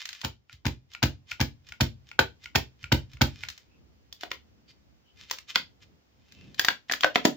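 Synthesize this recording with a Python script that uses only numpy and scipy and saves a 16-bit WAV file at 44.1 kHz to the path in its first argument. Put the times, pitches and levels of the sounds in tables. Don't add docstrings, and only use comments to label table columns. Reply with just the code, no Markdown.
import sys
import numpy as np
from scipy import signal
from scipy.fft import rfft, irfft
from scipy.io import wavfile

SR = 44100
rng = np.random.default_rng(int(sys.argv[2]) if len(sys.argv) > 2 else 0)


def file_out(sig):
    cols = np.atleast_2d(sig).T
    lim = np.clip(cols, -1, 1)
    pcm = np.round(lim * 32767).astype(np.int16)
    wavfile.write(sys.argv[1], SR, pcm)


N = 324576
TIME = np.arange(N) / SR
AGE = np.arange(SR // 8) / SR

# start_s, level_db, lows_db, highs_db, wall_ring_hz, wall_ring_db
LID_CLICKS = [(4.1264, -41, -21, 9, 3460, 11), (4.2335, -31, 2.5, -2.5, 1510, -9),
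              (4.315, -26, -8.5, -2, 2100, -4.5), (5.3111, -26.5, -9, 9.5, 1000, -6.5),
              (5.5575, -12.5, -11, -4.5, 4714, -5), (6.5947, -16, -28, 4, 1660, 1.5),
              (6.6473, -21, -31, 6, 1880, 2), (6.6845, -12, -39, -3.5, 1615, 1.5),
              (6.8974, -23, -6, -21, 1897, 0.5), (6.9131, -23.5, -7, -1.5, 1685, 9),
              (6.921, -28, -1, 13.5, 3660, -12), (6.9358, -21.5, -11.5, -4, 1740, -2),
              (7.008, -30, -14, 4, 3250, 9), (7.0339, -14.5, -13, -36, 1600, -13),
              (7.0442, -12, 0, -9, 1524, 5.5), (7.157, -12.5, -0.5, -8.5, 2170, -5),
              (7.2525, -17.5, 4.5, 6.5, 1760, 0)]
# start_s, edge_landing_db, rock_flat_s, face_landing_db, table_push_db,
# edge_sharpness_db, left_minus_right_db, face_ring_hz
PAD_DABS = [(0.2395, -30.5, .0066, -20.5, -31.5, -9.5, -1, 3040),
            (0.6533, -22.5, 0.011, -20.5, -22, -9, 0.5, 1660),
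            (1.0272, -14, .007, -16.5, -18.5, -6, 2.5, 1586),
            (1.4018, -21, .0088, -16, -20.5, -4.5, 0.5, 1700),
            (1.807, -14.5, 0.0035, -17, -18.5, -4.5, -0.5, 3190),
            (2.1905, -4, 0.0049, -19, -28, -16.5, 0, 1890),
            (2.551, -17.5, .0047, -10.5, -24, -13.5, -2, 1830),
            (2.9182, -14.5, 0.0033, -12, -16.5, -17.5, -0.5, 3020),
            (3.2103, -15.5, .0048, -10, -17, -19.5, 0.5, 2260)]
# pop_s, pop_db, hardest_pull_to_pop_s, peeling_db, table_rebound_db
PAD_LIFTS = [(0.4957, -38.5, -0.032, -53, -43.5), (0.9491, -26, 0.014, -51, -62),
             (1.3164, -19, 0.0042, -42, -48), (1.722, -27, 0.034, -53, -53),
             (2.1146, -30, 0.026, -58.5, -57), (2.4581, -27, 0.017, -51, -54),
             (2.8413, -24.5, .012, -54, -36.5), (3.1701, -40, 0.036, -55.5, -37),
             (3.4355, -21.5, 0.0042, -53.5, -46)]
# pitch_hz, level_db, t60_s
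PAD_MODES = [(292, 5.5, 0.011), (703, -6.5, 0.028), (884, 10.5, 0.021), (1230, -19.5, .02),
             (1654.5, -6, 0.013), (2060, -4.5, .02), (2364, 3.5, 0.023), (3084, -6, 0.024),
             (3730, -1, 0.03), (5100, -4, 0.013)]
# pitch_hz, level_db, t60_s
LID_MODES = [(322, -27.5, 0.039), (698.5, 7, 0.026), (727, 7.5, 0.037), (985, 4, .03), (1472, 3.5, 0.013),
             (1926, 4, 0.029), (2230, -2, 0.02), (3200, -4, 0.014), (3465, 4, 0.017), (4470, -5, 0.011),
             (5900, -12.5, 0.052)]


def from_db(db):
    return 10 ** (np.asarray(db) / 20)


def rms_one(x):
    return x / np.sqrt(np.mean(x ** 2) + 1e-20)


def unit_hit(x):
    return rms_one(x) * np.sqrt(.004 * SR / x.shape[-1])


def fade(t, t60):
    return np.exp(-np.log(1000) * t / t60)


def swell(s, half):
    return np.exp(-((TIME - s) / half) ** 2)


def at_hz(points, hz):
    f, value = np.transpose(points)
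    return np.interp(np.log(np.maximum(hz, 1)), np.log(f), value)


def cut(x, hz, kind, order=2):
    sos = signal.butter(order, np.clip(hz, 10, .45 * SR), kind, fs=SR, output="sos")
    return signal.sosfilt(sos, x)


def colour(x, spectrum, size=4096):
    hz = np.arange(size // 2 + 1) * SR / size
    cepstrum = irfft(np.log(from_db(at_hz(spectrum, hz))))
    cepstrum[1:size // 2] *= 2
    cepstrum[size // 2 + 1:] = 0
    response = irfft(np.exp(rfft(cepstrum)))
    return signal.fftconvolve(x, response[None], axes=-1)[:, :x.shape[-1]]


def stereo_noise(size, apart):
    mid, side = rng.standard_normal((2, size))
    return rms_one(mid + apart * side * [[1], [-1]])


def add(track, s, sound):
    start = round(s * SR)
    track[:, start:start + sound.shape[-1]] += sound[..., :N - start]


def background(wander_db):
    # frequency_hz, density_db (per Hz)
    floor_spectrum = [(25, -33), (45, -7.5), (62, 3.5), (130, -8), (250, -9.5), (500, -18.5), (1200, -28),
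                      (3000, -31), (4000, -34), (5200, -32), (7000, -34.5), (16000, -33.5)]
    rumble_db, hiss_db = -65, -62
    start_dip_db, start_swell_s = -9.5, 1.2
    low_noise = cut(stereo_noise(N, 3), 700, "high", order=1)
    noise = rms_one(colour(stereo_noise(N, 0.86) + low_noise, floor_spectrum))
    steps = np.arange(0, N / SR + 1, 1 / 10)
    wander = np.interp(TIME, steps, 2 * rng.random(len(steps)) - 1)
    rumble = from_db(rumble_db + wander_db * wander) * cut(noise, 440, "low", order=1)
    hiss = from_db(hiss_db) * cut(noise, 550, "high", order=1)
    return from_db(start_dip_db * np.exp(-(TIME / start_swell_s) ** 2)) * (rumble + hiss)


def room_response(build_s):
    # frequency_hz, t60_s
    decay_times = [(60, 0.6), (200, 0.27), (500, 0.17), (1100, 0.15), (3000, 0.2), (7000, .185),
                   (16000, 0.13)]
    # frequency_hz, density_db (per Hz)
    tail_spectrum = [(60, -6.5), (200, 0), (500, 5), (1000, -4), (2000, -2.5), (5000, -1.5), (9000, -4.5),
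                     (16000, 1)]
    t, tail = TIME[:SR // 2], 0
    edges = 40 * 2 ** np.arange(10)
    for low, high in zip(edges, edges[1:]):
        hz = np.sqrt(low * high)
        noise = cut(stereo_noise(len(t), (hz + 200) / (hz + 700)), [low, high], "band")
        band = noise * fade(t, at_hz(decay_times, hz)) * (1 - np.exp(-(t / build_s) ** 2))
        band_gain = np.sqrt(2 * (high - low) / SR / len(t)) * from_db(at_hz(tail_spectrum, hz))
        tail = tail + rms_one(band) * band_gain
    return tail


def room(x, wet_db, build_s, count=4):
    place, out = 2 * TIME % count, 0
    for k in range(count):
        distance = np.abs((place - k + count / 2) % count - count / 2)
        nearness = np.sqrt(np.maximum(1 - distance, 0))
        out = out + signal.fftconvolve(x * nearness, room_response(build_s), axes=-1)[:, :N]
    return from_db(wet_db) * out


def hand_shifts():
    # middle_s, half_length_s, level_db
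    movements = [(4.62, 0.18, -68), (5.604, .07, -62), (5.9, 0.093, -62.5), (6.186, 0.015, -72.5),
                 (6.48, 0.13, -53.5)]
    effort = sum(from_db(db) * swell(s, half) for s, half, db in movements)
    return effort * rms_one(cut(stereo_noise(N, 0.58), [54.4, 233.3], "band"))


def squeaks():
    # middle_s, half_length_s, pitch_hz, level_db
    slips = [(3.735, .05, 2600, -72.5), (4.70, .018, 4600, -61.5), (5.09, 0.029, 3040, -68),
             (6.405, 0.096, 2640, -64.5)]
    band, out = np.array([-60, 60]), 0
    for s, half, hz, db in slips:
        tone = rms_one(cut(stereo_noise(N, 0.97), hz + band, "band", order=1))
        out = out + from_db(db) * swell(s, half) * tone
    return out


def peels():
    half_s = 0.026
    return [(s - lead, half_s, db) for s, _, lead, db, _ in PAD_LIFTS]


def catches():
    lead_s, half_s, relative_db = 0.0044, 0.007, -22
    return [(s - lead_s, half_s, db + relative_db) for s, db, *_ in LID_CLICKS]


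def rubbing(gain_db, grains_per_s, grain_db, smooth_db, ring_db):
    # middle_s, half_length_s, level_db
    strokes = [(0, 0.031, -37.5), (.14, 0.1, -47.5), (3.42, 0.15, -52.5), (4.233, 0.024, -45),
               (4.699, 0.016, -53), (5.216, 0.037, -48.5), (5.333, 0.044, -44.5), (5.501, 0.017, -36.5),
               (5.83, 0.015, -50.5), (6.437, 0.2, -61), (6.95, 0.024, -53), (7.216, 0.024, -55)]
    # pitch_hz, level_db, t60_s
    slide_modes = [(1740, 0.5, 0.032), (2071, -2, 0.13), (2450, 0.5, 0.049), (3070, -6, 0.2),
                   (3594, 0, 0.017), (5300, -3, 0.045)]
    # frequency_hz, density_db (per Hz)
    rub_spectrum = [(100, -32), (700, -20.5), (1200, -6.5), (1800, -6.5), (3000, 0.5), (5500, -3),
                    (7500, -6), (16000, -16.5)]
    effort = sum(from_db(db) * swell(s, half) for s, half, db in list(strokes) + peels() + catches())
    grain_sizes = from_db(grain_db * np.minimum(rng.exponential(1, N), 4))
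    grains = (rng.random(N) < grains_per_s / SR) * grain_sizes
    friction = rms_one(grains * stereo_noise(N, 0.36)) + from_db(smooth_db) * stereo_noise(N, 0.49)
    shell = sum(from_db(db) * np.cos(2 * np.pi * hz * AGE) * fade(AGE, t60) for hz, db, t60 in slide_modes)
    ringing = rms_one(signal.fftconvolve(friction, shell[None], axes=-1)[:, :N])
    return from_db(gain_db) * effort * rms_one(colour(friction + from_db(ring_db) * ringing, rub_spectrum))


def struck(modes, crack_db, crack_t60, apart, rise_s):
    hz, db, t60 = np.transpose(modes)[:, :, None]
    strength = from_db(db + 2 * rng.standard_normal((2, len(modes), 1)))
    skew = apart * np.sqrt(hz / hz.max()) * rng.standard_normal((2, len(modes), 1))
    side = rng.choice([-1, 1], (len(modes), 1))
    rings = (side * strength * np.sin(2 * np.pi * hz * AGE + skew) * fade(AGE, t60)).sum(axis=1)
    crack = cut(stereo_noise(len(AGE), 0.96) * fade(AGE, crack_t60), 8200, "low", order=1)
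    return (unit_hit(rings) + from_db(crack_db) * unit_hit(crack)) * (1 - np.exp(-AGE / rise_s))


def small_hits(events, body_of, thin_hz):
    out = np.zeros((2, N))
    for s, db in events:
        add(out, s, from_db(db) * unit_hit(cut(body_of(), thin_hz, "high", order=3)))
    return out


def knocks(events, body_of, wall_cycles, low_db, mid_db, high_db, top_db):
    out, phase = np.zeros((2, N)), np.array([[.5], [-.5]])
    for s, db, lows, highs, pan, wall_hz, wall_db in events:
        body = body_of()
        wall = unit_hit(np.sin(2 * np.pi * wall_hz * AGE + phase) * fade(AGE, wall_cycles / wall_hz))
        low = from_db(lows + low_db) * unit_hit(cut(body, [260, 1050], "band", order=3))
        body_mid = unit_hit(cut(body, [1100, 3500], "band"))
        mid = from_db(mid_db) * unit_hit(body_mid + from_db(wall_db) * wall)
        high = from_db(highs + high_db) * unit_hit(cut(body, 4200, "high", order=4))
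        top = from_db(highs + top_db) * unit_hit(cut(body, 9500, "high", order=4))
        port_gain = from_db(db + np.array([[pan], [-pan]]) / 2)
        add(out, s, port_gain * (low + mid + high + top))
    return out


def case_ticks():
    # start_s, level_db (before the common gain below)
    finger_taps = [(0.0548, -24), (0.0897, -26), (0.1296, -29.5), (0.2146, -28), (3.486, -24),
                   (3.5006, -29), (3.5774, -37), (4.2097, -34), (5.3854, -30), (6.3217, -41), (6.5444, -38)]
    grip_ticks = [(s, db + 14) for s, _, db in peels()]
    body_of = lambda: struck(LID_MODES, crack_db=10.0, crack_t60=0.026, apart=3.2, rise_s=0.00016)
    return from_db(-6.5) * small_hits(list(finger_taps) + grip_ticks, body_of, thin_hz=1579)


def case_bumps():
    # start_s, level_db
    bump_events = [(5.56, -34.5), (6.685, -40.5), (7.046, -55), (7.157, -24.5), (7.251, -12)]
    # pitch_hz, level_db, t60_s
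    case_modes = [(248, 15, 0.014), (360, 1, 0.018), (390, -29.5, 0.091), (487, -1, 0.047), (747, 0, 0.054)]
    body_of = lambda: struck(case_modes, crack_db=-3.5, crack_t60=0.051, apart=0.93, rise_s=0.00037)
    return small_hits(bump_events, body_of, thin_hz=168)


def lid_clicks():
    pan_db = 0.5
    contacts = [(s, db, lows, highs, pan_db, hz, ring_db) for s, db, lows, highs, hz, ring_db in LID_CLICKS]
    body_of = lambda: struck(LID_MODES, crack_db=4.5, crack_t60=0.025, apart=0.83, rise_s=0.00018)
    return knocks(contacts, body_of, wall_cycles=35, low_db=-5, mid_db=-2, high_db=-5, top_db=-12.5)


def ink_pops():
    # pitch_hz, level_db, t60_s
    lifted_modes = [(965, -29, .06), (1420, -6.5, 0.046), (1887.6, -7, .02), (2240, 4.5, .014),
                    (2580, 18.5, 0.0028), (3485, -20.5, .01)]
    afterpop_s, afterpop_db = 0.015, -17
    pops = [(s, db) for s, db, *_ in PAD_LIFTS]
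    afterpops = [(s + afterpop_s, db + afterpop_db) for s, db in pops]
    body_of = lambda: struck(lifted_modes, crack_db=-9.5, crack_t60=0.02, apart=0.7, rise_s=0.00038)
    return small_hits(pops + afterpops, body_of, thin_hz=755)


def table_pushes():
    push_lag_s, push_s, rebound_s = .0015, .003, 0.007
    presses = [(s + push_lag_s, db, push_s) for s, _, _, _, db, *_ in PAD_DABS]
    rebounds = [(s - lead, db, rebound_s) for s, _, lead, _, db in PAD_LIFTS]
    return presses + rebounds


def table_thumps(gain_db):
    # pitch_hz, level_db, t60_s
    table_modes = [(62.6, -7, 0.22), (86.7, -4, 0.19), (130.7, 0, 0.13), (179, -13.5, 0.21),
                   (228.9, -0.5, 0.11), (286.2, -2.5, 0.12), (342.5, -7.5, 0.19)]
    out, t, sway = np.zeros((2, N)), TIME[:SR // 2], 0
    for k, (hz, db, t60) in enumerate(table_modes):
        sway = sway + (-1) ** k * from_db(db) * np.sin(2 * np.pi * hz * t) * fade(t, t60)
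    for s, db, length in table_pushes():
        push = np.sin(np.pi * np.minimum(AGE / length, 1))
        add(out, s, from_db(db + gain_db) * signal.fftconvolve(sway, push / push.sum()))
    return out


def rim_grazes():
    lead_s, base_db = .0045, -29
    graze_per_sharpness = 1.6
    contacts = [(s - lead_s, base_db + graze_per_sharpness * sharp_db)
                for s, _, _, _, _, sharp_db, *_ in PAD_DABS]
    body_of = lambda: struck(PAD_MODES, crack_db=-21.5, crack_t60=0.013, apart=0.64, rise_s=0.0002)
    return small_hits(contacts, body_of, thin_hz=295)


def dab_contacts():
    edge_lows_db, edge_wall_hz, edge_wall_db = -11.5, 1520, -8.5
    ring_per_dullness = 0.75
    face_lows_db, face_highs_db, face_wall_db = -9, -6, -8
    settle_rocks, settle_db = 2.4, -12.5
    for s, edge_db, rock_s, face_db, _, sharp_db, pan, face_hz in PAD_DABS:
        edge_ring_db = edge_wall_db - ring_per_dullness * sharp_db
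        settle_s = s + settle_rocks * rock_s
        yield s, edge_db, edge_lows_db, sharp_db, pan, edge_wall_hz, edge_ring_db
        yield s + rock_s, face_db, face_lows_db, face_highs_db, pan, face_hz, face_wall_db
        yield settle_s, face_db + settle_db, face_lows_db, face_highs_db, -pan, face_hz, face_wall_db


def pad_taps():
    body_of = lambda: struck(PAD_MODES, crack_db=9.5, crack_t60=0.026, apart=0.8, rise_s=0.0018)
    return knocks(dab_contacts(), body_of, wall_cycles=55, low_db=-0.5, mid_db=-7.0, high_db=0, top_db=-6.5)


def scene():
    # frequency_hz, gain_db
    microphone_response = [(30, -20), (60, 2.5), (5000, 2), (7300, -3), (8300, -19.5), (10000, -18.5),
                           (13500, -18.5), (14800, 1), (16000, -14.5)]
    rubs = rubbing(gain_db=-3.5, grains_per_s=2200, grain_db=7, smooth_db=-1.5, ring_db=-7.5)
    plastic = squeaks() + rubs + case_ticks() + case_bumps() + lid_clicks() + rim_grazes() + pad_taps()
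    pops = ink_pops()
    thumps = table_thumps(gain_db=1.0)
    direct = plastic + from_db(-9.5) * pops + thumps
    into_room = plastic + from_db(-10) * pops + from_db(-3.5) * thumps
    heard = direct + room(into_room, wet_db=-6.5, build_s=0.01)
    return colour(heard + hand_shifts() + background(wander_db=7), microphone_response)


def record(dry):
    cutoff_hz = 16200
    rounded = dry / (1 + dry ** 6) ** (1 / 6)
    return signal.sosfilt(signal.ellip(10, .2, 80, cutoff_hz, fs=SR, output="sos"), rounded)


dry = scene()
out = record(dry)
file_out(out)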